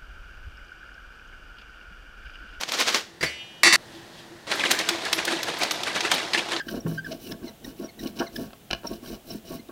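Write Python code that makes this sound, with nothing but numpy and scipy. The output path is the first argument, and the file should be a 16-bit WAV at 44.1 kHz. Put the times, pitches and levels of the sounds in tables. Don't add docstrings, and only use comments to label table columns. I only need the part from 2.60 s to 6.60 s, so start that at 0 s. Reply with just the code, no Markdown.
import sys
import numpy as np
from scipy import signal
from scipy.io import wavfile
from scipy.ndimage import uniform_filter1d

SR = 44100
rng = np.random.default_rng(int(sys.argv[2]) if len(sys.argv) > 2 else 0)


def waveform_to_disk(signal):
    frames = np.transpose(np.atleast_2d(signal))
    scaled = np.clip(frames, -1, 1) * 32767
    samples = np.round(scaled).astype(np.int16)
    wavfile.write(sys.argv[1], SR, samples)


N = 176400
TIME = np.arange(N) / SR
LID_STOP_S, POUR_START_S = 1.161, 1.869

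LID_MODE_HZ = [1922, 2038, 2126, 2182, 2236, 2433, 2684, 2928, 3224, 3606, 3842, 4030, 4214, 4551, 5050,
               5838, 7164, 7383, 7775, 8830, 9750]
# lifted_db, dropped_db, lifted_t60_s
LID_MODES = [(-46, -16, 0.13), (-27.5, -29, 0.39), (-39, -16.5, 0.17), (-44, -31, 0.45), (-34, -24, 0.46),
             (-36.5, -43, 0.94), (-43.5, -25.5, 1.4), (-41.5, -35.5, 3.6), (-41.5, -47, 1.5),
             (-46.5, -28.5, 1.5), (-58, -28, 0.34), (-51, -32, 1.1), (-63, -29, 0.43), (-48, -22.5, 1.04),
             (-40, -43, 0.47), (-41.5, -27.5, 0.7), (-49, -29, 0.57), (-53.5, -36, 0.45), (-53, -33, 0.55),
             (-53, -31, .5), (-49, -31, .25)]
# peak_s, level_db, fall_s, bubble_hz
PLUNGES = [(1.92, -24, .03, 1604), (2.001, -26, 0.031, 2370), (2.038, -23.5, 0.0073, 1680),
           (2.054, -23.5, 0.026, 2170), (2.11, -22, 0.032, 1805), (2.203, -26.5, .03, 2090),
           (2.292, -28, 0.021, 843), (2.457, -30, 0.023, 1590), (2.585, -25, 0.021, 1950),
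           (2.679, -24, 0.01, 1636), (2.715, -25, 0.041, 593), (2.885, -26, 0.019, 508),
           (3.021, -21.5, 0.029, 621), (3.272, -25.5, 0.027, 1734), (3.36, -20.5, .016, 693),
           (3.45, -24, 0.022, 1720), (3.517, -20, 0.015, 710), (3.541, -25.5, 0.028, 3500),
           (3.582, -28.5, .03, 2210), (3.747, -20, 0.012, 1806), (3.782, -25, 0.024, 2680),
           (3.921, -25, 0.025, 1085)]
RISE_SHARE = .45


def amp(db):
    return 10 ** (np.asarray(db) / 20)


def unit(x):
    return x / np.sqrt(np.mean(x ** 2) + 1e-20)


def read(points, hz):
    freqs, values = np.transpose(points)
    return np.interp(np.log(hz + 1), np.log(freqs + 1), values)


def add(mix, start_s, sound):
    part = mix[round(start_s * SR):][:len(sound)]
    part += sound[:len(part)]


def colour(x, spectrum, size=4096):
    log_gain = np.log(amp(read(spectrum, abs(np.fft.fftfreq(size, 1 / SR)))))
    response = np.exp(np.conj(signal.hilbert(log_gain)))
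    taps = np.fft.ifft(response).real[:size // 2]
    return signal.oaconvolve(x, taps / np.linalg.norm(taps))[:N]


def crackle(per_s, spread_db):
    ticks = rng.standard_normal(N) * (rng.random(N) < per_s / SR)
    return unit(ticks * amp(spread_db * np.minimum(rng.exponential(1, N), 4)))


def swells(rows):
    power = sum(amp(db) ** 2 * np.exp(-2 * np.maximum((s - TIME) / rise, (TIME - s) / fall))
                for s, db, rise, fall in rows)
    return np.sqrt(power)


def bursts(rows, fall_s):
    out, t = np.zeros(N), TIME[:SR // 4]
    envelope = (1 - np.exp(-10 * t / fall_s)) * np.exp(-t / fall_s)
    for s, db in rows:
        add(out, s, amp(db) * envelope * rng.standard_normal(len(t)))
    return out


def ring(rows, modes):
    blows, out, start_s = np.zeros(3 * SR // 2), np.zeros(N), rows[0][0]
    for s, db in rows:
        add(blows, s - start_s, amp([db]) ** 2)
    for hz, db, t60 in modes:
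        energy = signal.lfilter([1], [1, -amp(-60 / t60 / SR) ** 2], blows + 1e-20)
        tone = np.sin(2 * np.pi * (hz * TIME[:len(blows)] + rng.random()))
        add(out, start_s, amp(db) * np.sqrt(energy) * tone)
    return out


def kitchen(x, wet_db):
    # freq_hz, t60_s
    decay = [(150, 0.25), (4000, 0.46), (14000, 0.34)]
    size = SR // 2
    echoes = rng.standard_normal(size) * (rng.random(size) < .12) * (TIME[:size] > .003)
    hz, t, spectrum = signal.stft(echoes, SR, nperseg=256)
    tail = signal.istft(spectrum * amp(-60 * t / read(decay, hz)[:, None]), SR, nperseg=256)[1]
    return x + amp(wet_db) * signal.oaconvolve(x, tail / np.linalg.norm(tail))[:N]


def pot(hollow_hz=338.5, width_hz=6.3):
    # freq_hz, level_db
    simmer_colour = [(25, -20.5), (156, -7.5), (260, -11.5), (804, -12.5), (1240, -19), (1850, -12.5),
                     (2170, -22), (3830, -20.5), (15500, -40)]
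    # time_s, level_db
    simmer_levels = [(.55, -50.5), (1.03, -50), (1.2, -46.5), (1.85, -48)]
    # peak_s, level_db
    big_bubbles = [(1.071, -21.5), (1.361, -39), (1.72, -40), (2.09, -29.5), (2.321, -27), (2.57, -32),
                   (2.691, -29.5), (2.734, -24.5), (3.44, -33.5), (3.77, -31.5), (3.944, -28)]
    simmer = colour(rng.standard_normal(N), simmer_colour)
    pole = np.exp((-np.pi * width_hz + 2j * np.pi * hollow_hz) / SR)
    hollow = unit(signal.lfilter([1], [1, -pole], rng.standard_normal(N)).real)
    waver = unit(uniform_filter1d(rng.standard_normal(N), size=300))
    note = np.sin(2 * np.pi * np.cumsum(hollow_hz * (1 + 0.044 * waver)) / SR)
    gulps = swells([(s, db, .015, .03) for s, db in big_bubbles]) * note
    level = amp(np.interp(TIME, *np.transpose(simmer_levels)))
    return level * (simmer + amp(-11) * hollow) + gulps


def salt():
    # peak_s, level_db, rise_s, fall_s
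    pinches = [(1.35, -50, 0.071, 0.097), (1.59, -47.5, 0.054, 0.048)]
    # freq_hz, level_db
    hiss_colour = [(300, -53), (1500, -13), (3300, 6.5), (6000, -6), (15000, -24)]
    return colour(swells(pinches) * rng.standard_normal(N), hiss_colour)


def rasp(level):
    treble = signal.butter(2, [6800, 14000], "band", fs=SR)
    return signal.lfilter(*treble, level * crackle(per_s=9000, spread_db=4))


def bag():
    # peak_s, level_db
    folds = [(0.012, -37), (.121, -33.5), (.2, -27), (1.954, -35), (2.988, -34.5), (3.541, -29)]
    return rasp(swells([(s, db, .002, .013) for s, db in folds]))


def scissors():
    # peak_s, level_db, rise_s, fall_s
    strokes = [(.018, -31, 0.014, 0.028), (.091, -27, 0.0092, 0.011), (.145, -24, 0.021, 0.016),
               (.207, -19, 0.023, 0.026), (.283, -18.5, 0.014, 0.021), (.357, -20.5, 0.025, 0.029)]
    # start_s, level_db
    snaps = [(.0105, -23.5), (.034, -17), (.1195, -16), (.2225, -18), (.3452, -10)]
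    # freq_hz, level_db
    film_colour = [(60, -53), (130, -28), (220, -3.5), (450, 0), (3800, 1), (6000, -3), (10000, -19.5),
                   (15500, -30)]
    cutting = swells(strokes)
    crunch = cutting * crackle(per_s=14000, spread_db=1.5) + bursts(snaps, fall_s=0.0028)
    return kitchen(colour(crunch, film_colour) + rasp(amp(-17.5) * cutting), wet_db=-16.5)


def lid_lifted(turn_s=0.814, turn_width_s=0.021, beam_hz=3040, beam_octaves=0.36):
    # start_s, level_db
    blows = [(.609, -9.5), (.627, -0.5), (.633, -1.5)]
    # freq_hz, level_db
    knock_colour = [(29, -48), (50, -17), (354, -8.5), (856, -16), (1350, -13), (1970, -5.5), (2760, -15),
                    (4660, -16), (15000, -36.5)]
    # pitch_hz, level_db, t60_s
    hob_modes = [(73.7, -44, 0.52), (152, -27, 0.08)]
    # start_s, pitch_hz, level_db
    rim_clinks = [(.609, 4740, -30), (.662, 4540, -27)]
    knocks = amp(-18.5) * colour(bursts(blows, fall_s=0.014), knock_colour)
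    facing = (amp(7) - 1) * np.exp(-((TIME - turn_s) / turn_width_s) ** 2)
    tones = np.zeros(N)
    for hz, (db, _, t60) in zip(LID_MODE_HZ, LID_MODES):
        beam = 1 + facing * np.exp(-(np.log2(hz / beam_hz) / beam_octaves) ** 2)
        beat_hz = 2.39 * rng.uniform(0.56, 2)
        beat = 1 + .25 * np.sin(2 * np.pi * (beat_hz * TIME + rng.random()))
        tones += beam * beat * ring(blows, [(hz, db, t60)])
    tones *= amp(-2) * (TIME < LID_STOP_S)
    clinks = sum(ring([(s, db)], [(hz, 0, .12)]) for s, hz, db in rim_clinks)
    return kitchen(knocks, wet_db=-7) + tones + ring(blows, hob_modes) + clinks


def lid_dropped(high_modes=30):
    # start_s, body_db, crack_db
    bounces = [(1.0326, 1.5, -16), (1.046, -2.5, -28), (1.053, -1, -33), (1.063, -0.5, -45),
               (1.071, -0.5, -25), (1.1257, 1.5, -25), (1.133, -4.5, -15.5), (1.140, -2.5, -18.5),
               (1.155, -1, -19.5)]
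    # freq_hz, level_db
    body_colour = [(80, -25), (250, -14), (700, -16), (1100, -6), (1500, -10.5), (2000, -1.5),
                   (2900, -15.5), (4500, -8), (8500, -21.5), (15500, -64)]
    # freq_hz, level_db
    crack_colour = [(200, -14), (2000, 2), (4000, -8), (9500, -7), (15500, -18.5)]
    blows = [(s, db) for s, db, _ in bounces]
    cracks = [(s, db) for s, _, db in bounces]
    knocks = amp(-13) * colour(bursts(blows, fall_s=0.0091), body_colour)
    knocks += colour(bursts(cracks, fall_s=0.004), crack_colour)
    damped_modes = [(hz, db, t60 * 0.38) for hz, (_, db, t60) in zip(LID_MODE_HZ, LID_MODES)]
    tones = amp(-1) * ring(blows, damped_modes)
    high_hz = 5000 + 10500 * (np.arange(high_modes) + rng.random(high_modes)) / high_modes
    high_db = read(crack_colour, high_hz) - 8 + 2 * rng.standard_normal(high_modes)
    high_t60_s = 0.091 * high_hz[0] / high_hz
    shimmer = ring(cracks, zip(high_hz, high_db, high_t60_s))
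    gate = np.clip((LID_STOP_S - TIME) / 0.0041 + .5, 0, 1)
    return (kitchen(knocks, wet_db=-1) + tones + shimmer) * gate


def spatter(drive, per_s=900, low_hz=1593, high_hz=7050, pitches=30, decay_cycles=11.2):
    out, t = np.zeros(N), TIME[:SR // 25]
    for hz in np.geomspace(low_hz, high_hz, pitches):
        drops = (rng.random(N) < per_s / pitches / SR) * rng.standard_normal(N) * drive
        blip = np.exp(-hz * t / decay_cycles) * (1 - np.exp(-hz * t)) * np.sin(2 * np.pi * hz * t)
        out += signal.oaconvolve(drops, blip)[:N] / np.hypot(1, 2 * hz / high_hz)
    return out


def bubble(hz, decay_cycles=5.48, glide=0.058):
    cycles = hz * TIME[:SR // 12]
    age = cycles / decay_cycles
    envelope = hz / 1000 * np.exp(-age) * (1 - np.exp(-cycles)) ** 2
    return envelope * np.sin(2 * np.pi * cycles * (1 + glide * np.tanh(age / 2)))


def splashes(cluster=10, pitch_spread=0.1854):
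    # freq_hz, level_db
    spray_colour = [(80, -32), (190, -3), (335, 0.5), (1710, -2), (3900, -1.5), (4720, -6.5), (9340, -16),
                    (15500, -36.5)]
    spray = swells([(s, db, RISE_SHARE * fall, fall) for s, db, fall, _ in PLUNGES])
    spray *= crackle(per_s=7000, spread_db=0)
    bubbles = np.zeros(N)
    for s, db, fall, pitch_hz in PLUNGES:
        plop = amp(db + 13.5) * np.exp(-fall / .013) * bubble(pitch_hz)
        add(bubbles, s, plop)
        for delay, detune in zip(rng.exponential(fall, cluster), rng.standard_normal(cluster)):
            gain = amp(db + 1) * np.exp(-delay / fall / 2)
            note = bubble(pitch_hz * np.exp(pitch_spread * detune))
            add(bubbles, s + delay - RISE_SHARE * fall / 2, gain * note)
    return kitchen(amp(-0.5) * colour(spray, spray_colour) + bubbles, wet_db=-25.5)


def sliding(pouring, crinkles_per_s=90):
    # freq_hz, level_db
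    rustle_colour = [(47, -50), (80, -12), (263, -3), (343, 6), (418, -0.5), (649, 2.5), (1710, -5),
                     (2660, -6.5), (3950, -4), (9340, -20.5), (15500, -38)]
    buckles = (rng.random(N) < crinkles_per_s / SR) * rng.random(N) ** 2
    energy = signal.oaconvolve(buckles, np.exp(-TIME[:SR // 20] / 0.0049))[:N]
    friction = crackle(per_s=6000, spread_db=0.5)
    crinkles = amp(-3) * unit(np.sqrt(abs(energy)) * rng.standard_normal(N))
    return colour(pouring * (friction + crinkles), rustle_colour)


def pasta():
    # start_s, level_db, treble_db_per_octave
    contacts = [(1.916, -19.5, -5), (2.109, -15.5, 7), (2.189, -16.5, -0.5), (2.2886, -10.5, -0.5),
                (2.4513, -23, -2), (2.651, -19.5, 4), (2.8304, -18.5, 2), (3.0326, -16.5, -0.5),
                (3.2337, -20.5, -2.5), (3.406, -13.5, -8), (3.515, -11.5, -1.5), (3.734, -15, -7),
                (3.964, -18.5, -14.5)]
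    # start_s, level_db, treble_db_per_octave
    hard_hits = [(2.1127, -11, 3), (2.529, -10.5, -1), (3.1094, -13.5, -4)]
    # freq_hz, level_db
    click_colour = [(60, -25), (200, -17), (1000, -2), (2100, 0), (4200, 5.5), (6500, -2), (15500, -18)]
    # pitch_hz, level_db, t60_s
    ping_modes = [(9020, -17, 0.07), (11180, -26, 0.16), (12550, -22, 0.14), (14100, -31, .12)]
    pouring = (TIME > POUR_START_S) * amp(-36.5)
    rustle = sliding(pouring)
    clicks, pings = np.zeros(N), np.zeros(N)
    for s, db, tilt in contacts + hard_hits:
        tilted = [(hz, level + tilt * max(np.log2(hz / 4000), 0)) for hz, level in click_colour]
        clicks += colour(bursts([(s, db)], fall_s=0.005), tilted)
    slow_noise = uniform_filter1d(uniform_filter1d(rng.standard_normal(N), size=150), size=150)
    flutter = unit(1 + unit(slow_noise))
    for s, db, _ in hard_hits:
        modes = [(hz, level + 2 * rng.standard_normal(), t60) for hz, level, t60 in ping_modes]
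        pings += flutter * ring([(s, db)], modes)
    splashing = swells([(s, db, RISE_SHARE * fall, 2 * fall) for s, db, fall, _ in PLUNGES])
    droplets = spatter(.5 * (pouring + splashing))
    return kitchen(rustle + clicks + droplets, wet_db=-10) + pings


def scene():
    mono = scissors() + bag() + lid_lifted() + lid_dropped() + salt() + pasta() + splashes() + pot()
    return np.array([mono, mono])


def record(dry, edge_hz=15850):
    lowpass = signal.firwin(511, edge_hz, window=("kaiser", 9), fs=SR)
    return signal.oaconvolve(np.clip(dry, -1, 1), lowpass[None], "same")


dry = scene()
out = record(dry)
waveform_to_disk(out)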